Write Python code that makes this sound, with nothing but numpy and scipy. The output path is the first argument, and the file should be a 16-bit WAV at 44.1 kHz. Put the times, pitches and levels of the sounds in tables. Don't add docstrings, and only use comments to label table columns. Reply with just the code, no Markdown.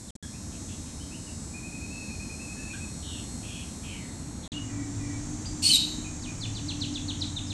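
import sys
import numpy as np
from scipy import signal
from scipy.fft import rfft, irfft, next_fast_len
from scipy.io import wavfile
from scipy.ndimage import uniform_filter1d

SR = 44100
rng = np.random.default_rng(int(sys.argv[2]) if len(sys.argv) > 2 else 0)


def put_to_file(sound):
    columns = np.atleast_2d(sound).T
    safe = np.clip(columns, -1, 1)
    whole_steps = np.round(safe * 32767)
    wavfile.write(sys.argv[1], SR, whole_steps.astype(np.int16))


N = 332073
T = np.arange(N) / SR
CHANGE_S, TOP_HZ = 4.5, 15500


# start in seconds, length in seconds, level in dB, voice (0 upper, 1 lower).
CLEAR_SURGES = [(5.638, .013, -29, 1), (5.641, 0.041, -22.5, 0), (5.694, 0.022, -24, 1),
                (5.705, 0.035, -21, 0), (5.731, 0.035, -18, 0)]

def sparrow(start_s=5.618, length_s=0.167, upper_db=-32, lower_db=-46, rasp_db=-28):
    breath = gate(start_s, length_s, attack_s=0.017, release_s=0.021) ** 1.1
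    age = np.clip(T - start_s, 0, length_s)
    upper_hz = np.interp(age, [0.08, 0.128], [4385, 3860]) + 45 * walk(120)
    arch = np.sqrt(np.abs(np.sin(np.pi * age / length_s)))
    lower_hz = 2450 + 592 * arch
    gains = [undb(upper_db) * breath, undb(lower_db) * breath]
    for s, length, db, voice in CLEAR_SURGES:
        side = int(round(voice))
        surge = undb(db) * gate(s, length, attack_s=0.0066, release_s=0.0066)
        gains[side] = np.maximum(gains[side], surge)
    throat = [(1500, -37), (2100, -20.5), (2600, -4.5), (3600, -5.5), (4600, 0.5), (6000, -4),
              (7400, -3), (8800, 0), (10000, -13), (12500, -18), (14500, -48)]
    flutter = 1 + 0.18 * walk(350)
    rasp = noise(throat) * undb(rasp_db) * breath * flutter
    upper = gains[0] * syrinx(upper_hz, jitter=0.014)
    shimmer = 1 + 0.42 * walk(330)
    lower = gains[1] * syrinx(lower_hz, jitter=0.012)
    return upper * shimmer + lower + rasp


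# frequency in Hz, gain in dB.
BEAK_RESPONSE = [(5000, -24), (6100, -21), (7400, -8), (8100, -17.5), (8700, -7), (9300, -7), (10300, -28),
                 (11100, -18), (11550, -14.5), (12100, -25), (13500, -36)]

def syrinx(hz, jitter):
    phase = turn(hz * (1 + jitter * walk(900)))
    beak_hz, beak_db = np.transpose(BEAK_RESPONSE)
    overtones = sum(undb(np.interp(k * hz, beak_hz, beak_db)) * np.sin(k * phase) for k in (2, 3))
    return unit(np.sin(phase) + overtones)


# start in seconds, length in seconds, first pitch in Hz, relative level in dB.
FALLING_CHIRPS = [(4.514, 0.019, 4800, -45.5), (6.216, .06, 5500, -47.5), (6.408, 0.055, 5050, -40),
                  (6.549, .05, 4800, -41.5), (6.675, 0.05, 5600, -39), (6.802, 0.052, 5907, -38.2),
                  (6.938, 0.046, 5400, -37), (7.082, 0.037, 4470, -38.5), (7.207, 0.04, 5320, -39.5),
                  (7.361, 0.034, 4155, -38), (7.5, 0.029, 4340, -39.5)]

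def chirps(middle_hz=3570, end_hz=2326, throat_hz=3850, throat_width_hz=1100):
    out = np.zeros(N)
    for (s, length, hz, db), kink in zip(FALLING_CHIRPS, rng.random(len(FALLING_CHIRPS))):
        chirp = note(length, hz, middle_hz, end_hz, swell=0.069, depth_hz=59.7, flutter_hz=70,
                     kink_hz=0.0888 * kink * (hz - end_hz))
        add(out, s, undb(db) * chirp)
    throat = signal.iirpeak(throat_hz, throat_hz / throat_width_hz, fs=SR)
    ring = signal.lfilter(*throat, out)
    flicker = undb(2.9 * walk(130))
    return (undb(-8) * out + undb(-1) * ring) * flicker


# start in seconds, pitch at the top of the note in Hz.
TRILL_NOTES = [(1.536, 2495), (1.63, 2530), (1.718, 2534), (1.808, 2540), (1.902, 2627), (1.958, 2630),
               (2.018, 2593), (2.098, 2514), (2.193, 2524), (2.291, 2515), (2.392, 2620), (2.478, 2563),
               (2.575, 2620), (2.65, 2620), (2.698, 2477), (2.798, 2556)]

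def trill(note_s=0.059, db=-47):
    out = np.zeros(N)
    for s, hz in TRILL_NOTES:
        arch = note(note_s, 0.95 * hz, hz, 0.96 * hz, swell=0.27, depth_hz=34.8, flutter_hz=85)
        add(out, s, undb(db) * arch)
    return out


# start and length in seconds, first and last pitch in Hz, level in dB.
TREE_WHISTLES = [(.005, 0.087, 3520, 3480, -71.5), (0.076, 0.031, 4170, 2950, -55),
                 (0.218, 0.025, 3530, 3250, -51.5), (0.217, 0.029, 1790, 1600, -54),
                 (0.333, .03, 2350, 2760, -58.5), (0.998, .04, 2920, 3250, -55),
                 (1.111, 0.052, 2470, 3050, -53), (1.267, 0.031, 2970, 2630, -54.5),
                 (2.566, .064, 1702, 1765, -57), (2.735, 0.019, 1500, 1674, -47),
                 (4.54, 0.047, 2812, 2910, -42.5), (5.45, 0.013, 2280, 4660, -51),
                 (5.457, 0.015, 4630, 4970, -41), (6.045, .027, 2510, 2443, -48),
                 (6.266, 0.035, 2526, 2380, -47.5), (7.187, 0.026, 6000, 5300, -50),
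                 (7.466, 0.023, 5580, 4800, -48.5)]
# start and length in seconds, pitch and its sag in Hz, level in dB,
# level of the tail in dB relative to the buzz.
BUZZY_SCOLDS = [(0.52, .041, 2960, 20, -56.5, -12), (0.682, 0.066, 3060, 20, -55, -12),
                (.858, .05, 2910, 50, -59, -12), (2.728, 0.032, 3083, 70, -52.5, -14),
                (3.024, .18, 3314, 384, -47.3, -17.5), (3.427, .22, 2955, 40, -48.5, -21),
                (3.833, .15, 2764, 320, -48, -4.5), (4.428, 0.039, 3750, 140, -51.5, -9)]
# start in seconds, length in seconds, level in dB.
TWO_TONE_CALLS = [(4.684, .17, -58.5), (4.99, 0.19, -57.5)]

def garden_birds():
    out = np.zeros(N)
    for s, length, start_hz, end_hz, db in TREE_WHISTLES:
        middle_hz = (start_hz + end_hz) / 2
        whistle = note(length, start_hz, middle_hz, end_hz, swell=0.071, depth_hz=45, flutter_hz=118)
        add(out, s, undb(db) * whistle)
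    for s, length, hz, sag_hz, db, tail_db in BUZZY_SCOLDS:
        add(out, s, undb(db) * scold(length, hz, sag_hz, tail_db))
    for s, length, db in TWO_TONE_CALLS:
        upper = note(length, 2480, 2320, 2290, swell=0.27, depth_hz=35, flutter_hz=90)
        lower = note(length, 1960, 1940, 1890, swell=0.18, depth_hz=35, flutter_hz=81)
        add(out, s, undb(db) * (upper + lower))
    return out


def scold(length, hz, sag_hz, tail_db, arch_hz=80, flutter_hz=125.3, end_hz=1920):
    edge_hz = hz - arch_hz
    buzz = note(length, edge_hz + sag_hz / 2, hz, edge_hz - sag_hz / 2,
                swell=0.2, depth_hz=475, flutter_hz=flutter_hz)
    tail_hz = 0.82 * hz
    middle_hz = end_hz + 0.27 * (tail_hz - end_hz)
    tail = note(length, tail_hz, middle_hz, end_hz, swell=0.1, depth_hz=170, flutter_hz=flutter_hz)
    return np.concatenate([buzz, undb(tail_db) * tail * np.linspace(1, 0.3, len(tail))])


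def note(length, start_hz, middle_hz, end_hz, swell, depth_hz, flutter_hz, kink_hz=0):
    progress = np.linspace(0, 1, int(length * SR))
    curve = np.polyfit([0, 0.5, 1], [start_hz, middle_hz, end_hz], 2)
    glide_hz = np.polyval(curve, progress) - kink_hz * np.sin(2 * np.pi * progress)
    drift = np.interp(progress, np.linspace(0, 1, 24), rng.standard_normal(24))
    flutter = np.sin(turn(flutter_hz * (1 + 0.35 * drift)))
    envelope = np.abs(np.sin(np.pi * progress)) ** swell
    return np.sqrt(2) * np.sin(turn(glide_hz + depth_hz * flutter)) * envelope


# time in seconds, gain in dB.
OVERTONE_SWELL = [(.1, -4), (.25, 0.5), (3.3, 0), (4.45, -4.5), (4.6, -8), (5.6, -3), (6.4, 0.5), (7.5, -4)]

def cicadas():
    ring_gain = loudness(OVERTONE_SWELL)
    speed = 1 + 0.000499 * walk(24.98)
    return np.where(T < CHANGE_S, first_cicada(speed, ring_gain), second_cicada(speed, ring_gain))


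# time in seconds, clicks per second, relative level in dB,
# level of its six-click strokes in dB relative to its four-click strokes.
FIRST_BUZZ = [(.2, 470.3, -45, -4), (.9, 470, -44.5, -8), (1.9, 469.1, -50, 5.5), (2.5, 468.8, -46, 1.5),
              (3.3, 468.3, -49, 6.5), (4.5, 468.6, -54.5, 7.5)]
# frequency in Hz, relative level in dB.
FIRST_SPECTRUM = [(2000, -50), (3500, -0.5), (4300, 1.5), (4900, -2), (6100, -5.5), (8000, 0), (9000, -8.5),
                  (10700, -10.5), (11600, -18), (12400, -29), (13500, -46)]
# starting pitch in Hz, relative level in dB before and after the stroke changes.
FIRST_OVERTONES = [(3806, -65, -66), (4216, -62, -61.5), (4310, -65, -59), (4740, -65.5, -68.5),
                   (5187, -60.5, -62), (5290, -60.5, -66.5), (5642, -77, -63), (5710, -60, -60.5),
                   (6140, -56.5, -60), (6300, -78, -65), (6625, -57, -53.5), (7040, -68, -61),
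                   (7120, -70, -65), (7270, -56, -68), (7522, -70, -58), (7920, -65, -63.5),
                   (7992, -58, -55.5), (8170, -66, -75), (8460, -66, -60), (8780, -63, -66.5),
                   (10100, -74.5, -67), (10700, -89, -88)]
# time in seconds, level in dB.
CHORUS_LEVEL = [(.25, -58.5), (.85, -56), (1.36, -59), (3.1, -56), (4.15, -54.5), (4.45, -58)]
# time in seconds, boost in dB.
TREBLE_BOOST = [(.2, 2.5), (1.5, 3.5), (3, 1.5), (3.7, 4), (4.5, 1)]

def first_cicada(speed, ring_gain, change_start_s=1.34, change_length_s=1.2):
    click_hz, db, six_db = curves(FIRST_BUZZ)
    click_hz = click_hz * speed
    uneven_hz = click_hz * (1 + 0.0007 * walk(60))
    four_clicks = tymbal(uneven_hz, FIRST_SPECTRUM, clicks=4)
    six_clicks = tymbal(uneven_hz, FIRST_SPECTRUM, clicks=6)
    buzz = undb(db - 7.5) * (four_clicks + undb(six_db) * six_clicks)
    change = np.clip((T - change_start_s) / change_length_s, 0, 1)
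    overtones = ((hz, before + change * (after - before)) for hz, before, after in FIRST_OVERTONES)
    ring = ring_gain * ringing(overtones, speed=click_hz / FIRST_BUZZ[0][1])
    chorus = loudness(CHORUS_LEVEL) * noise(FIRST_SPECTRUM)
    insects = buzz + ring + chorus
    treble = signal.sosfiltfilt(signal.butter(4, 9500, "high", fs=SR, output="sos"), insects)
    return insects + (loudness(TREBLE_BOOST) - 1) * treble


# frequency in Hz, relative level in dB.
SECOND_SPECTRUM = [(2000, -19.5), (3800, -6.5), (5200, -6), (6500, -0.5), (7500, 2), (8700, -6),
                   (10000, -17), (12000, -27), (15000, -61)]
# time in seconds, relative level in dB.
SECOND_LEVEL = [(4.5, -47), (4.8, -47), (5.2, -45), (6.1, -45.5), (6.9, -46.5), (7.53, -47)]
# pitch in Hz, relative level in dB.
SECOND_OVERTONES = [(5502, -58), (6029, -56.5), (6128, -64), (6374, -59), (6616, -54.5), (6837, -69),
                    (7354, -51), (7843, -68), (8825, -68.5)]

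def second_cicada(speed, ring_gain, click_hz=408.5):
    buzz = undb(-6) * tymbal(click_hz * speed, SECOND_SPECTRUM, clicks=5)
    chorus = undb(-2) * noise(SECOND_SPECTRUM)
    return loudness(SECOND_LEVEL) * (buzz + chorus) + ring_gain * ringing(SECOND_OVERTONES, speed)


def tymbal(click_hz, spectrum, clicks, lowest_hz=5400):
    harmonics = np.arange(4097)
    level_scatter, phase_scatter = rng.standard_normal((len(harmonics), 2)).T
    hz = harmonics * np.mean(click_hz) / clicks
    in_band = (hz > lowest_hz) & (hz < TOP_HZ)
    stroke = irfft(undb(2 * level_scatter) * np.exp(2j * np.pi * phase_scatter) * in_band)
    strokes_done = turn(click_hz / clicks) / (2 * np.pi)
    position = (strokes_done % 1) * len(stroke)
    return colour(np.interp(position, np.arange(len(stroke)), stroke), spectrum)


def ringing(overtones, speed, fade_db=2.3):
    clock = turn(speed)
    return sum(undb(db + fade_db * walk(2.965)) * np.sqrt(2) * np.sin(hz * clock + 0.25 * walk(35))
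               for hz, db in overtones)


# time in seconds, turns per second.
ENGINE_SPEED = [(4.55, 37), (4.8, 35.6), (5.15, 36.2), (5.4, 37.9), (5.7, 37.6), (6.05, 38.4), (6.4, 36),
                (7.5, 36.8)]
# time in seconds, level in dB.
LOW_NOTE_LEVEL = [(4.55, -44.5), (4.9, -37), (5.2, -39), (5.5, -53), (6.3, -58), (6.42, -37.5), (6.6, -35),
                  (6.72, -46)]
HIGH_NOTE_LEVEL = [(4.55, -44.5), (4.9, -37.5), (5.2, -39.5), (5.5, -43.5), (5.95, -40.5), (6.2, -50.5),
                   (6.55, -51.5), (6.68, -36.5), (7.5, -47)]

def engine():
    hz, = curves(ENGINE_SPEED)
    low = loudness(LOW_NOTE_LEVEL) * hum(3 * hz)
    middle = undb(-48) * hum(4 * hz)
    high = loudness(HIGH_NOTE_LEVEL) * hum(8 * hz)
    return low + middle + high


# frequency in Hz, relative level in dB.
FIRST_RUMBLE = [(15, -26), (30, -10.5), (80, 1.5), (120, -4.5), (160, -4.5), (220, -3), (290, -6),
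                (380, -18), (550, -21.5), (850, -23), (1300, -28), (2400, -32), (5000, -46.5), (14000, -81)]
SECOND_RUMBLE = [(15, -14), (33, 4), (48, -0.5), (95, 1), (145, -4), (180, -1), (310, -3.5), (390, -16),
                 (550, -19), (780, -17.5), (1300, -23), (2400, -26.5), (5000, -59), (14000, -62)]
# time in seconds, level in dB.
RUMBLE_LOUDNESS = [(0, -44), (.4, -40), (3.8, -38.5), (7.5, -40)]
LOW_HUM_LEVEL = [(4.9, -53), (5.4, -41.5), (6.5, -50.5), (6.85, -40), (7.5, -39.5)]

def machinery():
    rumble = np.where(T < CHANGE_S, noise(FIRST_RUMBLE), noise(SECOND_RUMBLE))
    drone = engine() + loudness(LOW_HUM_LEVEL) * hum(hz=92)
    drone += undb(-46) * hum(hz=246, waver=0.95) + undb(-63.5) * hum(hz=340, waver=1)
    rumble *= loudness(RUMBLE_LOUDNESS) * undb(0.23 * walk(8))
    return rumble + drone * (T > CHANGE_S)


def hum(hz, waver=0.37):
    wobble = 1 + waver * (walk(32) + 1j * walk(32))
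    return unit(np.real(wobble * np.exp(1j * turn(hz + np.zeros(N)))))


def porch(x, decay_s, wet_db, build_s, treble_db):
    t = T[:SR]
    tail = colour(rng.standard_normal(SR), [(4500, 0), (10000, treble_db)])
    tail *= undb(-60 * t / decay_s) * (1 - np.exp(-t / build_s))
    tail /= np.sqrt(np.sum(tail ** 2))
    return x + undb(wet_db) * signal.fftconvolve(x, tail)[:N]


def echo(x, delay_s, db):
    return x + undb(db) * np.interp(T - delay_s, T, x)


def undb(db):
    return 10 ** (np.asarray(db) / 20)


def unit(x):
    return x / np.sqrt(np.mean(x ** 2))


def curves(table):
    s, *columns = np.transpose(table)
    return [np.interp(T, s, column) for column in columns]


def loudness(table):
    return undb(curves(table)[0])


def colour(x, spectrum):
    hz, db = np.transpose(spectrum)
    size = next_fast_len(len(x))
    bin_hz = np.maximum(np.fft.rfftfreq(size, 1 / SR), 1)
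    gain = undb(np.interp(np.log(bin_hz), np.log(hz), db))
    return unit(irfft(rfft(x, size) * gain, size)[:len(x)])


def noise(spectrum):
    return colour(rng.standard_normal(N), spectrum)


def walk(rate):
    knots = rng.standard_normal(20000)
    return unit(np.interp(T * rate, np.arange(len(knots)), knots))


def turn(hz):
    return 2 * np.pi * np.cumsum(hz) / SR


def gate(s, length, attack_s, release_s):
    return np.clip(np.minimum((T - s) / attack_s, (s + length - T) / release_s), 0, 1)


def add(out, s, x):
    i = max(int(s * SR), 0)
    out[i:i + len(x)] += x[:max(N - i, 0)]


def scene():
    birds = porch(sparrow(), decay_s=0.57, wet_db=-6, build_s=0.0072, treble_db=-7.5)
    echoed_chirps = echo(chirps(), delay_s=0.054, db=-13.5)
    birds += porch(echoed_chirps, decay_s=0.39, wet_db=-7, build_s=0.0035, treble_db=-11.5)
    birds += porch(garden_birds(), decay_s=0.36, wet_db=0, build_s=0.0068, treble_db=-1)
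    birds += porch(trill(), decay_s=0.41, wet_db=-3, build_s=0.0057, treble_db=0.5)
    return (birds + cicadas() + machinery())[None]


# start in seconds, end in seconds.
DROPOUTS = [(.107, .153), (.163, .226), (4.478, 4.519)]

def record(dry):
    audible = np.ones(N)
    for start, end in DROPOUTS:
        audible[(T > start) & (T < end)] = 0
    lowpass = signal.ellip(8, 0.2, 70, TOP_HZ, fs=SR, output="sos")
    return signal.sosfilt(lowpass, dry * uniform_filter1d(audible, size=40))


dry = scene()
out = record(dry)
put_to_file(out)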